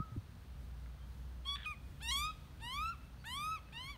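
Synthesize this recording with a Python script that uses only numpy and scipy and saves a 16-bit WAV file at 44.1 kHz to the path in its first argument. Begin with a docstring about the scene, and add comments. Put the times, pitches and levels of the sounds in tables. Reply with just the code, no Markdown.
"""A young magpie begs on a suburban lawn: harsh rising whines, each a stack of clean harmonics
coloured by throat and beak. One call breaks into a rasp halfway, built from whole and half multiples.
Nearby walls and fences send back faint delayed copies and a thin scattered tail.
A far engine, a wavering low sine, drones under rumble and outdoor hiss; an insect, chirps and ticks
add small detail, and damped low swings are bumps on the microphone at the start."""
import sys
import numpy as np
from scipy import signal
from scipy.fft import rfft, irfft, next_fast_len
from scipy.io import wavfile
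from scipy.ndimage import uniform_filter1d

SR = 44100
rng = np.random.default_rng(int(sys.argv[2]) if len(sys.argv) > 2 else 0)


def master(y):
    """Save y as 16-bit WAV."""
    cut = np.clip(np.atleast_2d(y).T, -1, 1)
    pcm = np.round(cut * 32767)  # scale
    wavfile.write(sys.argv[1], SR, pcm.astype(np.int16))


N = 175077
TIME = np.arange(N) / SR  # seconds


def from_db(db):
    """The decibel law: 20 dB is a tenfold amplitude."""
    return 10 ** (np.asarray(db) / 20)


def rms_one(x):
    """Normalisation of signal power: scale to unit rms."""
    return x / np.sqrt(np.mean(x ** 2) + 1e-20)


def at_hz(points, hz):
    """Interpolation of a spectrum in dB on a logarithmic frequency axis."""
    at, db = np.transpose(points)
    return np.interp(np.log(hz + 1e-9), np.log(at), db)


def bell(offset, half_width):
    """Gaussian weighting: height 1, falling to 1/e at the half width."""
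    return np.exp(-(offset / half_width) ** 2)


def drift(rate, size):
    """Random modulation: normal values, rate of them a second, joined by lines and scaled to rms 1."""
    at = np.arange(size) * rate / SR
    values = rng.standard_normal(size // 8)
    return rms_one(np.interp(at, np.arange(size // 8), values))


def noise(spectrum, size):
    """Spectral shaping: white noise weighted in the frequency domain, rms 1."""
    padded = next_fast_len(size)
    hz = np.arange(padded // 2 + 1) * SR / padded
    white = rfft(rng.standard_normal(padded))
    return rms_one(irfft(white * from_db(at_hz(spectrum, hz)), padded)[:size])


def controls(rows):
    """Continuous gesture: the samples it covers, and its columns interpolated and smoothed along them."""
    s, *columns = np.transpose(rows)
    span = np.flatnonzero((TIME >= s[0]) & (TIME <= s[-1]))
    return span, [uniform_filter1d(np.interp(TIME[span], s, c), size=180) for c in columns]


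def phase_of(hz):
    """Phase in radians is the running integral of frequency."""
    return 2 * np.pi * np.cumsum(hz) / SR


# Level of the far engine. Each row: time in seconds, level in dB before the ENGINE_DB trim.
ENGINE_POINTS = [(.25, -59), (.72, -47), (1.07, -50), (1.2, -45.5), (1.58, -47), (1.68, -58.5), (1.86, -46),
                 (1.93, -63), (2.05, -47), (2.26, -45.5), (2.34, -73.5), (2.78, -54), (3.97, -57.5)]
# Colour of the low rumble. Each row: frequency in Hz, relative density in dB per Hz.
RUMBLE_COLOUR = [(25, -15), (40, -1.5), (60, 8), (90, 1.5), (115, -3), (145, -2.5), (290, -15), (600, -42)]
# Colour of the outdoor hiss. Each row: frequency in Hz, relative density in dB per Hz.
HISS_COLOUR = [(150, -7.5), (450, 2), (1450, -1), (2100, -6), (4300, -9), (5000, -13.5), (6500, -16.5),
               (7700, -27), (9800, -25), (10400, -48), (11100, -27), (15500, -20)]
ENGINE_HZ, ENGINE_DB, ENGINE_WANDER = 60.84, -1, 0.025  # wander: rms fraction of the frequency
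TRAFFIC_HZ, TRAFFIC_DB = 138.2, -64.5
RUMBLE_DB, RUMBLE_SWELL_DB = -53, 1.5
HISS_DB = -66


def street():
    """Superposition: frequency-modulated engine drone and fainter hum over broadband rumble and hiss."""
    engine_phase = phase_of(ENGINE_HZ * (1 + ENGINE_WANDER * drift(16, N)))
    engine_db = np.interp(TIME, *np.transpose(ENGINE_POINTS)) + ENGINE_DB
    drone = from_db(engine_db) * np.sin(engine_phase)
    hum_gain = from_db(TRAFFIC_DB + 1.14 * drift(8.5, N))
    hum = hum_gain * np.sin(phase_of(TRAFFIC_HZ * (1 + 0.0199 * drift(5, N))))
    rumble = from_db(RUMBLE_DB + RUMBLE_SWELL_DB * drift(11, N)) * noise(RUMBLE_COLOUR, N)
    hiss = from_db(HISS_DB) * noise(HISS_COLOUR, N)
    return np.sqrt(2) * (drone + hum) + rumble + hiss


INSECT_HZ, INSECT_WIDTH_HZ, INSECT_DB = 8770, 330, -86


def insect():
    """Band-limited noise: a narrow filter leaves a thin insect hiss."""
    edges = [INSECT_HZ - INSECT_WIDTH_HZ / 2, INSECT_HZ + INSECT_WIDTH_HZ / 2]
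    band = signal.butter(2, edges, "band", fs=SR, output="sos")
    return from_db(INSECT_DB) * rms_one(signal.sosfilt(band, rng.standard_normal(N)))


# Chirps of far birds. Each row: centre in seconds, pitch in Hz, rms level in dB at the centre.
CHIRP_ROWS = [(1.03, 3150, -73.5), (3.215, 4530, -71.5)]
CHIRP_S = .025  # half width


def chirps():
    """Tone bursts: an unsteady sine under a Gaussian envelope."""
    out = np.zeros(N)
    for s, hz, db in CHIRP_ROWS:
        tone = np.sqrt(2) * np.sin(phase_of(hz * (1 + 0.0118 * drift(400, N))))
        out += from_db(db) * bell(TIME - s, CHIRP_S) * tone
    return out


# Small ticks in the grass and mulch. Each row: start in seconds, rms level in dB at the start.
TICK_ROWS = [(0.86, -59), (3.687, -59)]
TICK_T60_S = 0.038


def ticks():
    """Exponential decay: each tick is coloured noise that starts at once and dies away."""
    out = np.zeros(N)
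    crackle = noise([(500, -18), (1500, 18), (15000, -37)], N)  # (Hz, dB)
    for s, db in TICK_ROWS:
        age = np.clip(TIME - s, 0, 1)
        out += crackle * (TIME >= s) * from_db(db - 60 * age / TICK_T60_S)
    return out


# Bumps on the microphone. Each row: start in seconds, frequency in Hz, amplitude in dB before the
# attack and decay, 60 dB decay time in seconds.
BUMP_ROWS = [(.002, 138, -19, 0.024), (0.118, 116.6, -40.5, 0.31), (.162, 276.5, -32, 0.049),
             (0.173, 98, -25, 0.076)]
BUMP_ATTACK_S = 0.0015


def bumps():
    """Damped oscillation: each bump is a low sine that decays exponentially."""
    out = np.zeros(N)
    for s, hz, db, t60 in BUMP_ROWS:
        age = np.clip(TIME - s, 0, 1)
        attack = (1 - np.exp(-age / BUMP_ATTACK_S)) ** 2
        out += from_db(db - 60 * age / t60) * attack * np.sin(2 * np.pi * hz * age)
    return out


# Echoes from walls and fences. 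Each row: delay in seconds, gain in dB.
ECHO_ROWS = [(0.023, -19.5), (0.088, -28.5)]
# Colour of the scattered tail. Each row: frequency in Hz, relative level in dB.
SCATTER_SPECTRUM = [(1250, -8), (2380, -12), (2610, 4.5), (2850, -7), (9000, -8.5)]
SCATTER_DB, SCATTER_T60_S = -21, 0.84
ECHO_CUT_HZ = 15000


def garden(x):
    """Convolution with an impulse response: discrete reflections and a decaying scattered tail."""
    tail = noise(SCATTER_SPECTRUM, SR) * from_db(-60 * TIME[:SR] / SCATTER_T60_S)
    response = from_db(SCATTER_DB) * rms_one(tail) / np.sqrt(SR)  # unit energy, then the gain
    for delay, db in ECHO_ROWS:
        response[int(delay * SR)] += from_db(db)
    lowpass = signal.butter(2, ECHO_CUT_HZ, fs=SR, output="sos")
    return signal.sosfilt(lowpass, signal.fftconvolve(x, response)[:N])


# The last of an earlier whine, dying away in its echo.
# Each row: time in seconds, pitch in Hz, rms level in dB.
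LAST_ROWS = [(0, 1246, -46.5), (.027, 1286, -45), (.036, 1347, -53.5), (.064, 1264, -62),
             (.125, 1295, -63.5), (.165, 1190, -69)]


def last_of_whine():
    """A pure tone: only the fundamental is left as the beak closes."""
    span, (pitch, db) = controls(LAST_ROWS)
    out = np.zeros(N)
    out[span] = np.sqrt(2) * from_db(db) * np.sin(phase_of(pitch))
    return out


# Colour of the breath turbulence, in rasp and whine. Each row: frequency in Hz, relative level in dB.
AIR_SPECTRUM = [(700, -22), (1500, -6), (3300, 20), (5500, -4), (9500, -8.5), (15000, -18)]
# The voice break. Each row: time in seconds, pitch in Hz, level in dB of the partials before the rattle.
RASP_ROWS = [(1.556, 1173, -62), (1.559, 1180, -49.5), (1.58, 1151, -53.5), (1.61, 1155, -56.5),
             (1.635, 1129, -55), (1.647, 1012, -53), (1.655, 994, -50), (1.66, 1220, -65)]
# Unsteady partials of the break. 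Each row: multiple of the pitch, relative level in dB.
RASP_PARTIAL_ROWS = [(1, -9.5), (1.5, 4.5), (2, -3), (2.5, -7), (3, 4), (4, -27)]
# Jitter: rms fraction of the pitch; slip: rms radians; air: relative to the partials at the loudest.
RASP_JITTER, RASP_FLUTTER_DB, RASP_SLIP, RASP_AIR_DB = 0.014, 3.5, .7, -5
RATTLE_HZ, RATTLE_DEPTH = 230, .75


def rasp():
    """Period doubling: the syrinx adds half multiples, rattles unevenly and is noisiest when loudest."""
    span, (pitch, level_db) = controls(RASP_ROWS)
    size = len(span)
    phase = phase_of(pitch * (1 + RASP_JITTER * drift(604, size)))
    voice = np.zeros(size)
    for k, db in RASP_PARTIAL_ROWS:
        gain = from_db(db + RASP_FLUTTER_DB * drift(321, size))
        voice += gain * np.sin(k * phase + RASP_SLIP * drift(394, size))
    rattle = 1 + RATTLE_DEPTH * np.cos(phase_of(RATTLE_HZ * (1 + drift(RATTLE_HZ, size) / 2)))
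    air = from_db(RASP_AIR_DB + level_db - level_db.max()) * noise(AIR_SPECTRUM, size)
    out = np.zeros(N)
    out[span] = from_db(level_db) * rms_one(rattle) * (rms_one(voice) + air)
    return out


# Gestures of the whines. Each row: time in seconds, pitch in Hz, fundamental level in dB, overtone
# level in dB at 3 kHz before the throat and beak, brightness in dB per octave, beak resonance in Hz.
BEFORE_BREAK = [(1.448, 1090, -90, -83, 9, 3640.0), (1.457, 1065, -54.5, -67.5, -2, 3160.0),
                (1.475, 1115, -51.5, -58.5, 0, 3300), (1.505, 1126, -51.8, -56.5, -3, 3340),
                (1.54, 1138, -49, -54.5, -3, 4070), (1.557, 1134, -47, -60, 0.5, 3380),
                (1.562, 1260, -45, -70, -1.8, 3620.0)]
AFTER_BREAK = [(1.652, 1310, -76, -93, -6, 2600), (1.659, 1247, -48.5, -55.5, 0, 2570),
               (1.689, 1231, -49, -59, -3, 2430), (1.715, 1228, -49, -60, -1.5, 2474),
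               (1.735, 1137, -56, -70.5, -2, 2180), (1.752, 983, -88, -86, -5, 2095)]
LOUD_WHINE = [(2.003, 648, -72, -88, -17, 2440.0), (2.015, 795, -67, -72, -1, 2670),
              (2.029, 881, -63.5, -64, 5, 2960), (2.075, 927, -58.0, -59, 4, 2730),
              (2.093, 962, -52, -53, 2.5, 3580), (2.102, 945, -53, -52, 1.5, 3400),
              (2.119, 1086, -46.5, -50, 1.5, 3530), (2.155, 1098, -46, -54.5, 5, 3490),
              (2.2, 1164, -43.5, -52.5, 3.5, 2840), (2.254, 1235, -40.5, -54, 1.5, 2840),
              (2.308, 1273, -45, -63, -7.5, 3400), (2.319, 1262, -76, -64, -15, 3600)]
RISING_WHINE = [(2.598, 712, -85, -100, -17, 2750.0), (2.62, 903, -59.5, -72.5, 3, 2314),
                (2.645, 927, -52.4, -64.5, 3, 2400), (2.7, 999, -52, -64, 1.5, 2800),
                (2.745, 1105, -45.5, -61, 5, 2940), (2.796, 1202, -41.5, -61.5, 2.5, 2220),
                (2.834, 1290, -39.0, -66, 4.5, 3160), (2.895, 1356, -40.5, -62, 2, 1713),
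                (2.921, 1382, -45.5, -71, -3, 1650), (2.955, 1060, -63.5, -86, 3, 2060)]
ARCHED_WHINE = [(3.24, 684, -70, -92, -23, 2350), (3.255, 848, -63, -68.5, 4, 1900),
                (3.276, 916, -57.5, -62, 1.5, 2200), (3.343, 1063, -49, -61.5, 5.5, 3200),
                (3.375, 1147, -45, -61.5, 4, 3270), (3.41, 1184, -44, -58.5, 2.5, 2920),
                (3.449, 1246, -42, -64.5, 8, 2450.0), (3.525, 1301, -38.5, -61, 1, 1920),
                (3.555, 1285, -42, -64.5, 2, 2200), (3.593, 1035, -65, -79, -2, 2850)]
SOFT_WHINE = [(3.722, 756, -68, -84, -1, 1846), (3.736, 897, -65, -72.5, 0.5, 3100),
              (3.769, 923, -61, -64, -3, 2760), (3.804, 1008, -54.5, -67.5, 0, 3190),
              (3.866, 1084, -60, -64.5, 3, 2400), (3.911, 1149, -53.5, -65, 1.5, 2420),
              (3.935, 1106, -71, -71, 1, 2650), (3.965, 950, -58.5, -83, -9, 2870)]
# The calls. Each row: gesture, changes in dB of the 2nd, 3rd and 4th harmonics, weak harmonic number.
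WHINES = [(BEFORE_BREAK, -7, 2.8, 2.6, 6.3), (AFTER_BREAK, 1.3, -8, -5.5, 5.7),
          (LOUD_WHINE, 1.8, 0.25, 3.9, 7.03), (RISING_WHINE, 3.7, 3.3, 3.7, 6.83),
          (ARCHED_WHINE, 3.7, 0.94, 2.6, 6.25), (SOFT_WHINE, 1.8, 2.4, 6.9, 6.96)]
# Fixed colour of the throat. Each row: frequency in Hz, gain in dB.
THROAT_COLOUR = [(1600, 3.2), (2400, -1.5), (3300, .4), (4400, -6), (5500, -9), (8800, -9), (10400, -16),
                 (11500, -15.5), (13500, -24.6), (15500, -33.5)]
# The voice catches: overtones near a frequency briefly change level.
# Each row: centre in seconds, frequency in Hz, change in dB.
CATCH_ROWS = [(2.099, 5700, 15.5), (2.818, 2510, 0), (3.352, 4300, -13), (3.491, 2550, -10)]
CATCH_S, CATCH_HALF_WIDTH_HZ = 0.018, 360
BEAK_BOOST, BEAK_HALF_WIDTH_HZ = 4.32, 180  # boost: amplitude added at resonance
JITTER, JITTER_PER_S = 0.0037, 200  # rms fraction of the pitch, random values a second
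SHIMMER_DB, OVERTONE_WAVER_DB = .5, 1.02  # the waver is per octave of harmonic number
BEAT_HZ, BEAT_HALF_WIDTH_HZ, BEATS_PER_S, BEAT_DEPTH = 2640, 110, 55, .5  # mean beat rate
NOTCH_DB, NOTCH_HALF_WIDTH = -15, 0.69  # depth, half width in harmonics
# The notch fills in as the treble approaches the first level, over the range that follows.
NOTCH_GONE_DB, NOTCH_FILL_DB = -49.5, 0.5
AIR_DB = -29  # turbulence against the overtones, before it pulses with the voice
ROUGH_GLIDE_HZ_PER_S = 4200  # turbulence grows where the pitch slips faster than this
PUFF_DB, PUFF_S = -64.5, 0.009  # rough start: level before the pulsing, delay and half width
ATTACK_S, RELEASE_S = 0.0022, 0.0023


def whine(rows, second_db, third_db, fourth_db, weak_harmonic):
    """Source and filter: a puff, then syrinx harmonics that sweep through throat and beak resonances."""
    span, (pitch, fundamental_db, overtones_db, bright_db, beak_hz) = controls(rows)
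    size, t = len(span), TIME[span]
    low_db = {2: second_db, 3: third_db, 4: fourth_db}
    phase = phase_of(pitch * (1 + JITTER * drift(JITTER_PER_S, size)))
    treble_db = overtones_db + bright_db
    notch_db = NOTCH_DB * np.clip((NOTCH_GONE_DB - treble_db) / NOTCH_FILL_DB, 0, 1)
    voice = from_db(fundamental_db) * np.sin(phase)
    for k in range(2, 19):
        hz = k * pitch
        beak = 1 + BEAK_BOOST / np.hypot(1, (hz - beak_hz) / BEAK_HALF_WIDTH_HZ)
        db = overtones_db + bright_db * np.log2(hz / 3000) + low_db.get(k, 0)
        db = db + at_hz(THROAT_COLOUR, hz) + notch_db * bell(k - weak_harmonic, NOTCH_HALF_WIDTH)
        for s, catch_hz, change_db in CATCH_ROWS:
            db = db + change_db * bell(t - s, CATCH_S) * bell(hz - catch_hz, CATCH_HALF_WIDTH_HZ)
        if k == 2:  # the second harmonic beats while it is near BEAT_HZ
            beat_rate = BEATS_PER_S * (1 + np.tanh(drift(BEATS_PER_S, size)) / 2)
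            beat = np.cos(phase_of(beat_rate))
            db = db + 20 * np.log10(1 + BEAT_DEPTH * bell(hz - BEAT_HZ, BEAT_HALF_WIDTH_HZ) * beat)
        db = db + OVERTONE_WAVER_DB * np.log2(k) * drift(72.0, size)
        below_nyquist = hz < SR / 2
        tone = np.sin(k * phase + rng.uniform(0, 2 * np.pi))
        voice += from_db(db) * beak * below_nyquist * tone
    puff = from_db(PUFF_DB) * bell(t - t[0] - PUFF_S, PUFF_S)
    roughness = np.hypot(1, np.gradient(pitch) * SR / ROUGH_GLIDE_HZ_PER_S)
    turbulence = puff + roughness * from_db(overtones_db + AIR_DB)
    air = turbulence * noise(AIR_SPECTRUM, size) * (1 + np.cos(phase))
    fade = np.clip(np.minimum((t - t[0]) / ATTACK_S, (t[-1] - t) / RELEASE_S), 0, 1)
    shimmer = from_db(SHIMMER_DB * drift(300, size))
    out = np.zeros(N)
    out[span] = fade * (np.sqrt(2) * voice * shimmer + air)
    return out


def scene():
    """Linear superposition of the bird, its echoes and the background."""
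    background = street() + bumps() + insect() + chirps() + ticks()
    bird = last_of_whine() + sum(whine(*call) for call in WHINES) + rasp()
    return (bird + garden(bird) + background)[None]


CUTOFF_HZ = 15700


def record(dry):
    """Band limitation: a steep elliptic low-pass cuts the top."""
    lowpass = signal.ellip(12, .1, 80, CUTOFF_HZ, fs=SR, output="sos")
    return signal.sosfilt(lowpass, dry)


dry = scene()
out = record(dry)
master(out)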